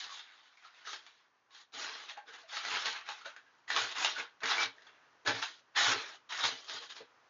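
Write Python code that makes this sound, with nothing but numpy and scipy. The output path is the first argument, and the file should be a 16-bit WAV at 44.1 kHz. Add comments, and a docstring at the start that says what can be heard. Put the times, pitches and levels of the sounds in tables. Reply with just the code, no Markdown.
"""Aluminium foil is pressed and smoothed into an open stove, heard in mono across a kitchen.
It opens on light crinkles over a faint hiss: creases buckle in swarms of tiny clicks, single folds snap
and ring, and the room smears them. From 2.5 s the presses come loud and close together, then ease off
near 4.8 s. Between 5.2 and 6.5 s the hand lands its heaviest thuds on the stove's sheet metal, under
more crunches. A few soft presses tail off just after 7 s."""
import sys
import numpy as np
from scipy import signal
from scipy.fft import rfft, irfft
from scipy.io import wavfile
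from scipy.ndimage import uniform_filter1d

SR = 44100
rng = np.random.default_rng(int(sys.argv[2]) if len(sys.argv) > 2 else 0)


def log_audio(samples):
    """Write samples as a 16-bit WAV file to the path given in sys.argv[1]."""
    # one column per channel
    frames = np.atleast_2d(samples).T
    # limit to full scale, then quantise
    limited = np.clip(frames, -1, 1)
    pcm = np.round(limited * 32767).astype(np.int16)
    wavfile.write(sys.argv[1], SR, pcm)


N = 321818

# each press of the hand on the foil:
# (start [s], attack [s], length [s], level [dB], fade [dB/s], brightness [dB], low body [dB])
HAND_PRESSES = [(0, 0.00073, .03, -42.5, 146, 0.5, -19), (0.027, 0.015, .06, -43.5, 249, 2, -19),
                (0.081, 0.062, 0.14, -46.5, 108, 2, -26), (0.208, 0.036, 0.35, -56.5, 26.5, -3, -21),
                (.56, 0.025, .08, -60.5, 5, -6, -30), (0.612, 0.047, 0.14, -52, 190, -5, -26),
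                (0.685, 0.088, 0.22, -57, 2, -5, -20.5), (0.84, 0.049, 0.12, -48.5, 17, 3, -16),
                (0.922, .016, 0.036, -43.5, 403, -6, -19), (0.948, 0.0088, .1, -57, 70, -1.5, -11),
                (1.04, 0.026, 0.23, -60, 53, -3, -20), (1.497, .06, 0.12, -58, -3, 2, -19),
                (1.719, .1, .36, -39, 51.5, -1, -14.5), (2.08, 0.016, 0.075, -41, 312, -1, -34),
                (2.152, 0.028, 0.091, -46.5, 400, -28, -19), (2.248, 0.049, .06, -52, 340, -3.5, -10),
                (2.304, 0.047, .06, -48.5, 115, -2, -19), (2.369, 0.019, .11, -51, 154, -4, -17),
                (2.475, 0.1, 0.26, -40, 182, 1, -30), (2.589, 0.17, 0.25, -32.5, 80, -2.5, -19.5),
                (2.832, 0.029, 0.1, -35.5, 121, 0, -17.5), (2.91, .054, 0.2, -38.5, 201, -6, -25),
                (3.046, 0.056, 0.15, -41, 177, -4, -25), (3.162, 0.021, .05, -53, 103, -1.5, -19),
                (3.243, 0.015, 0.1, -43, 175, -6, -21), (3.355, 0.011, 0.078, -53.5, 382, -9, -12),
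                (3.4, .05, .2, -73.5, 2, -2.5, -16), (3.672, 0.07, 0.064, -34.5, 7, -2, -18.5),
                (3.737, 0.03, 0.19, -28.5, 97, -2, -15.5), (3.94, 0.028, 0.093, -35.5, 8, -5, -24),
                (3.959, 0.099, 0.2, -32, 163, 0, -18), (4.157, 0.041, 0.17, -33.5, 305, -5, -16),
                (4.412, 0.027, 0.059, -34, 308, -17, -14.5), (4.428, 0.095, 0.24, -28, 139, -2.5, -20.5),
                (4.554, .08, 0.23, -27.5, 393, -2.5, -15.5), (4.702, 0.072, 0.16, -67, 5, -1, -5),
                (4.85, 0.023, .085, -56, 135, -13, -17), (4.932, .01, 0.16, -63.5, 28, -10, -12),
                (5.249, 0.041, 0.068, -29.5, 186, -4, -5), (5.323, 0.032, 0.076, -40, 10, -1.5, -15),
                (5.414, 0.014, .1, -31.5, 301, -2.5, -27.5), (5.459, 0.024, .14, -54, 111, 4, -13),
                (5.74, 0.017, .03, -47, 10, -13, -22), (5.754, 0.023, 0.17, -27, 10, 0, -22),
                (5.871, 0.057, .09, -26.5, 277, -16, -10), (5.941, 0.032, .22, -37, 82, -2.5, -14),
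                (6.288, 0.024, 0.09, -43.5, 16, 2, -23), (6.377, 0.016, .06, -35, 31, -1.5, -23),
                (6.423, 0.03, 0.11, -31, 186, 3, -13), (6.5, 0.058, .17, -51, 84, 4, -10.5),
                (6.663, 0.035, 0.12, -44.5, 17, 3.5, -14.5), (6.793, 0.043, 0.073, -50, 143, 3.5, -12),
                (6.886, 0.017, 0.043, -51.5, 148, 5.5, -15), (6.946, 0.013, 0.046, -54.5, 150, 2.5, -6),
                (6.991, 0.025, 0.02, -54, 198, -15, 5)]
# tone colour of crinkling foil: (frequency [Hz], relative level per Hz [dB])
FOIL_SPECTRUM = [(120, -72), (200, -45), (267, -13.5), (395, -8), (542, -10), (779, -2), (1560, 4),
                 (2490, -1.5), (3750, 3), (4560, -2.5), (6270, -7.5), (6970, -6.5), (7400, -80),
                 (9620, -49), (16300, -120)]
# single folds that snap: (time [s], level [dB], ring pitch [Hz], ring trim [dB], nominal t60 [s])
FOLD_SNAPS = [(0.012, -42.5, 1724, 4, 0.13), (0.092, -37, 1148, -2, 0.17), (0.193, -35, 3590, 2.5, 0.034),
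              (0.571, -50, 2300, 6, 0.048), (0.647, -51, 1307, 11.5, 0.1), (0.851, -45, 1800, 7, 0.17),
              (0.87, -32, 1300, 0.5, 0.12), (0.93, -31, 1270, -2, 0.051), (1.064, -42, 2310, -8, 0.083),
              (1.507, -52, 1100, -3, 0.11), (1.548, -42.5, 1116, -8, 0.056), (1.737, -38.5, 3970, -3, 0.21),
              (2.088, -40.5, 3470, 1, 0.11), (2.092, -59.5, 612, 6.5, 0.47), (2.171, -50, 1578, 9.5, 0.1),
              (2.174, -42, 800, 12.5, 0.047), (2.43, -62.5, 648, 11, 0.3), (2.279, -47.5, 1604, 8.5, 0.12),
              (2.285, -56.5, 473, 3.5, 0.24), (2.338, -50, 1470, 9, 0.071), (2.493, -49, 3200, 8, 0.1),
              (2.527, -30.5, 823, -11.5, 0.2), (2.568, -21.5, 1333, 0.5, 0.048),
              (2.65, -23, 1985, -5, 0.037), (2.749, -25, 2170, 3.5, 0.04), (2.856, -19.5, 1828, -9.5, 0.15),
              (3.088, -27.5, 853, -2.5, 0.087), (3.212, -42, 1340, 5, 0.13),
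              (3.255, -37.5, 1490, 10, 0.056), (3.259, -42, 629, 10.5, 0.048),
              (3.363, -39.5, 1515, 1.5, 0.047), (3.463, -59, 1636, 9, 0.063), (3.679, -43, 1870, 8, 0.1),
              (3.702, -21.5, 1795, -1, 0.083), (3.763, -13.5, 1150, 2.5, 0.016),
              (3.912, -30.5, 3450, -6, 0.095), (3.954, -36, 914, -1, 0.088), (4.046, -12, 2860, -6, 0.039),
              (4.159, -34.5, 1479, 2.5, 0.26), (4.404, -42.5, 1550, -2, 0.12),
              (4.433, -23.5, 1866, 2, 0.072), (4.456, -20.5, 1718, -5, 0.064), (4.58, -25, 2280, 6, 0.075),
              (4.782, -49.5, 1780, 9.5, 0.019), (4.82, -47, 1530, -10, 0.076),
              (4.868, -46.5, 3440, 1, 0.063), (5.262, -25, 1694, -1.5, 0.18), (5.274, -16, 1510, -18, 0.13),
              (5.426, -19.5, 3890, 2, 0.019), (5.751, -38, 1826, 9, 0.1), (5.76, -28, 1792, 6.5, 0.34),
              (6.299, -38.5, 988, 0.5, 0.19), (6.322, -27, 1950, -9, 0.16), (6.388, -36, 954, 4, 0.21),
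              (6.437, -17.5, 928, -6.5, 0.08), (6.695, -29, 990, -18, 0.091),
              (6.795, -49.5, 470, 8.5, 0.082), (6.823, -37, 1070, -16, 0.12), (6.901, -38, 1830, -13, 0.11),
              (6.964, -34.5, 937, -11, 0.13), (7.005, -44.5, 470, 7.5, 0.079)]
# the hand hits the stove: (time [s], level [dB], hardness as upper-mode gain [dB], time until muted [s])
HAND_THUDS = [(1.735, -74, 12, .1), (2.654, -72.5, 13.5, .04), (2.723, -62.5, 2, .06),
              (2.857, -67, 10, .05), (3.1, -82, -8, .05), (3.714, -73.5, 9, .05), (3.806, -53.5, -13, .12),
              (4.084, -76, 6, .06), (4.185, -73, 14, .05), (4.425, -63, 15, 0.072),
              (4.646, -58, 0.5, 0.087), (5.27, -41, -3.5, .08), (5.33, -46.5, -3.5, 0.093),
              (5.81, -55.5, 1, .05), (5.869, -42.5, -5.5, .07), (5.949, -50.5, -3, .05),
              (6.434, -49, -5, .06), (6.511, -62, 7.5, .06), (6.734, -64, 5, .06), (7.0, -69, 7, 0.046)]
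# modes of the stove's sheet metal: (frequency [Hz], level [dB], t60 [s])
STOVE_MODES = [(118.5, 3, 0.2), (190, -4.5, 0.21), (283, -1, 0.48), (420, -6.5, 0.12), (479, 8.5, 0.2),
               (663, -4, 0.2), (850, 0.5, 0.39), (926, -6.5, 0.96)]
# the kitchen's reverb tail: (frequency [Hz], t60 [s])
KITCHEN_DECAY = [(200, 0.16), (1000, 0.18), (3000, 0.28), (7000, 0.17)]
# tone colour of the hiss bed: (frequency [Hz], relative level per Hz [dB])
HISS_SPECTRUM = [(18, -64), (30, -31), (122, -10.5), (177, -15), (268, -8), (586, -6.5), (1090, -0.5),
                 (1860, -4), (2180, -9), (3300, -13), (3540, -15.5), (6300, -17.5), (7400, -29.5),
                 (9620, -65.5), (16300, -120)]
# the hiss creeps up and down: (time [s], level [dB])
HISS_LEVELS = [(0, -79), (1.4, -74.5), (1.7, -76), (3.599, -69.5), (4.37, -69.5), (5.2, -67), (5.699, -70),
               (6.26, -69.5), (7.3, -67.5)]


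def foil_crackle(per_s=900, spread_db=1.0, ring_cycles=6.6, patchy_db=3.0, patch_s=0.041, puff_db=-45):
    """Facets of every size buckle at random; a small facet clicks high, a large one low."""
    groups = np.zeros((4, N))  # large, middle, small and tiny facets
    for hz in np.geomspace(230, 7200, num=44):
        strength = gain_of(spread_db * np.minimum(rng.exponential(1, N), 4)) * rng.choice([-1, 1], N)
        buckles = rng.random(N) < per_s * np.sqrt(hz / 2000) / SR  # per_s at 2 kHz, denser above
        patches = gain_of(patchy_db * np.minimum(wander(patch_s), 2))
        cycles = np.arange(round(5 * ring_cycles * SR / hz)) * hz / SR
        click = np.sin(2 * np.pi * cycles) * (1 - np.exp(-cycles)) * np.exp(-cycles / ring_cycles)
        clicks = unit_rms(signal.oaconvolve(strength * buckles * patches, click)[:N])
        share = gain_of(curve_at(FOIL_SPECTRUM, hz)) * np.sqrt(hz)  # a band as wide as its pitch
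        groups[np.searchsorted([700, 2800, 4700], hz)] += share * clicks
    envelopes = hand_pressure()
    swarm = sum(envelope * unit_rms(group) for envelope, group in zip(envelopes, groups))
    puff = coloured_noise([(20, -1), (150, 17.0), (300, -24), (600, -60.5)], N)  # the sheet shoves air
    return (swarm + gain_of(puff_db) * envelopes[1] * puff) * flurries()


def hand_pressure(release_db_per_s=403.5):
    """Envelopes for the large, middle, small and tiny facets: each press swells, fades and is let go."""
    power = np.zeros((4, N))
    for start, attack, length, db, fade, bright_db, body_db in HAND_PRESSES:
        t = np.arange(0, length + .2, 1 / SR)
        attack = max(attack, .001)
        fall_db = fade * np.maximum(t - attack, 0) + release_db_per_s * np.maximum(t - length, 0)
        push = np.minimum(t / attack, 1) * gain_of(db - fall_db)
        top_db = -5 + 1.21 * bright_db - 0.076 * fall_db  # tiny facets brighten more and fade faster
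        for row, group_db in zip(power, (body_db, 0, bright_db, top_db)):
            place(row, start, (gain_of(group_db) * push) ** 2)
    return np.sqrt(power)


def flurries(per_s=110, spread_db=4.5, t60=0.016):
    """One facet sets off its neighbours: sudden flurries that die away, as a gain of rms 1."""
    kicks = gain_of(spread_db * np.minimum(rng.exponential(1, N), 3)) * (rng.random(N) < per_s / SR)
    decay = 10 ** (-3 / (t60 * SR))
    return unit_rms(1 + 0.19 * signal.lfilter([1], [1, -decay], kicks))


def fold_snaps(rattle_share=0.77, crack_t60=0.011, neighbour_hz=(817, 1109), low_cut_hz=320):
    """A fold gives way: a sharp crack, a noisy rattle, and its facet and a neighbour ringing on."""
    out, t = np.zeros(N), np.arange(8192) / SR
    crack = gain_of(-60 * t / crack_t60) * np.minimum(t / 0.00036, 1)
    attack = np.minimum(t / 0.0015, 1)
    for start, db, hz, ring_db, t60 in FOLD_SNAPS:
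        rattle = gain_of(-60 * t / max(rattle_share * t60, .01))
        crack_db = 4 - 64 * t60  # a fold that rings long cracks less
        ring = facet_ring(hz, ring_db, t60, t)
        neighbour = facet_ring(rng.uniform(*neighbour_hz), db=-16.5, t60=t60, t=t)
        burst = 0.2 * coloured_noise(FOIL_SPECTRUM, len(t)) * (rattle + gain_of(crack_db) * crack)
        place(out, start, gain_of(db) * (burst + ring + neighbour) * attack)
    low_cut = signal.butter(2, low_cut_hz, "high", fs=SR, output="sos")  # too small to radiate bass
    return signal.sosfilt(low_cut, out)


def facet_ring(hz, db, t60, t, width_share=0.13, steady=0.6):
    """A dented facet is shaken by the rattle around it, so its tone wobbles; higher ones die sooner."""
    pole = np.exp(-np.pi * width_share * hz / SR)
    shaking = rng.standard_normal(2 * len(t)) + 1j * rng.standard_normal(2 * len(t))
    wobble = signal.lfilter([1], [1, -pole], signal.lfilter([1], [1, -pole], shaking))[len(t):]
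    tone = (steady + wobble / abs(wobble).mean()) * np.exp(2j * np.pi * hz * t)
    ring_t60 = max(t60, .01) * (1500 / hz) ** 0.06
    return 0.25 * tone.imag * gain_of(db - 60 * t / ring_t60)


def hand_thuds(attack_s=0.0094, mute_s=0.011):
    """The palm mostly booms the stove's deepest panel, the knuckles all; then the hand mutes them."""
    out, t = np.zeros(N), np.arange(SR // 2) / SR
    attack = (1 - np.exp(-t / attack_s)) ** 2
    for start, db, hard_db, held_s in HAND_THUDS:
        mute = 1 / (1 + np.exp((t - held_s) / mute_s))
        place(out, start, gain_of(db) * stove_panels(t, hard_db, sag=0.161) * attack * mute)
    return out


def stove_panels(t, upper_db, sag=0.0):
    """Sheet metal rings after a blow; a panel under load starts flat and springs back to pitch."""
    bent_t = t - sag * 0.0273 * (1 - np.exp(-t / 0.037))
    return sum(gain_of(db + upper_db * (k > 0) - 60 * t / t60) * np.sin(2 * np.pi * hz * bent_t)
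               for k, (hz, db, t60) in enumerate(STOVE_MODES))


def stove_resonance(foil, damping_db_per_s=60):
    """The foil shakes the panels under it for a metallic colour; foil and hands damp them."""
    t = np.arange(SR // 4) / SR
    metal = stove_panels(t, upper_db=2.5) * gain_of(-damping_db_per_s * t)
    return signal.fftconvolve(foil, metal / np.linalg.norm(metal))[:N]


def kitchen_reverb(send, predelay_samples=200, gap_samples=20):
    """The walls return sparse reflections of random sign, each band dying at its own speed."""
    taps = np.zeros(SR // 2)
    slots = np.arange(predelay_samples, len(taps) - gap_samples, gap_samples)
    taps[slots + rng.integers(0, gap_samples, len(slots))] = rng.choice([-1., 1.], len(slots))
    hz, t, bands = signal.stft(taps, SR, nperseg=256)
    decay = gain_of(-60 * t / curve_at(KITCHEN_DECAY, hz)[:, None])
    tail = signal.istft(bands * decay, SR, nperseg=256)[1]
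    return signal.fftconvolve(send, tail / np.linalg.norm(tail))[:N]


def hiss_bed(flutter_db=0.3):
    """Air and electronics: soft noise that flutters a little."""
    times, levels = np.transpose(HISS_LEVELS)
    level_db = np.interp(np.arange(N) / SR, times, levels)
    return coloured_noise(HISS_SPECTRUM, N) * gain_of(level_db + flutter_db * wander(0.044))


def gain_of(db):
    """dB to gain."""
    return 10 ** (np.asarray(db) / 20)


def unit_rms(x):
    """Scales to rms 1."""
    return x / np.sqrt(np.mean(x ** 2) + 1e-20)


def curve_at(points, hz):
    """Reads a curve on a log-frequency axis."""
    knots_hz, values = np.transpose(points)
    return np.interp(np.log(hz + 1), np.log(knots_hz + 1), values)


def place(track, start_s, sound):
    """Mixes a sound into a track at its cue."""
    part = track[round(start_s * SR):][:len(sound)]
    part += sound[:len(part)]


def coloured_noise(spectrum, size):
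    """Noise through an EQ curve, rms 1."""
    white = rfft(rng.standard_normal(size))
    eq = gain_of(curve_at(spectrum, np.fft.rfftfreq(size, 1 / SR)))
    return unit_rms(irfft(white * eq, size))


def wander(seconds, hop=128):
    """Smooth random modulation, rms about 1."""
    steps = rng.standard_normal(N // hop + 2)
    slow = uniform_filter1d(steps, max(round(seconds * SR / hop), 1))
    return np.interp(np.arange(N) / hop, np.arange(len(steps)), unit_rms(uniform_filter1d(slow, 3)))


def scene():
    """Foil direct, through the stove and off the walls, with thuds and hiss; both channels alike."""
    crackle, snaps = foil_crackle(), fold_snaps()
    foil = gain_of(-4.5) * crackle + gain_of(2) * snaps
    stove = gain_of(-26.5) * stove_resonance(foil)
    walls = kitchen_reverb(gain_of(-20) * crackle + gain_of(0.5) * snaps)
    return np.tile(foil + stove + walls + hand_thuds() + hiss_bed(), (2, 1))


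def record(dry, high_cut_hz=7300):
    """A narrow-band microphone channel shaves off the top end."""
    high_cut = signal.firwin(201, high_cut_hz, window=("kaiser", 9), fs=SR)
    return signal.oaconvolve(dry, high_cut[None], "same")


dry = scene()
out = record(dry)
log_audio(out)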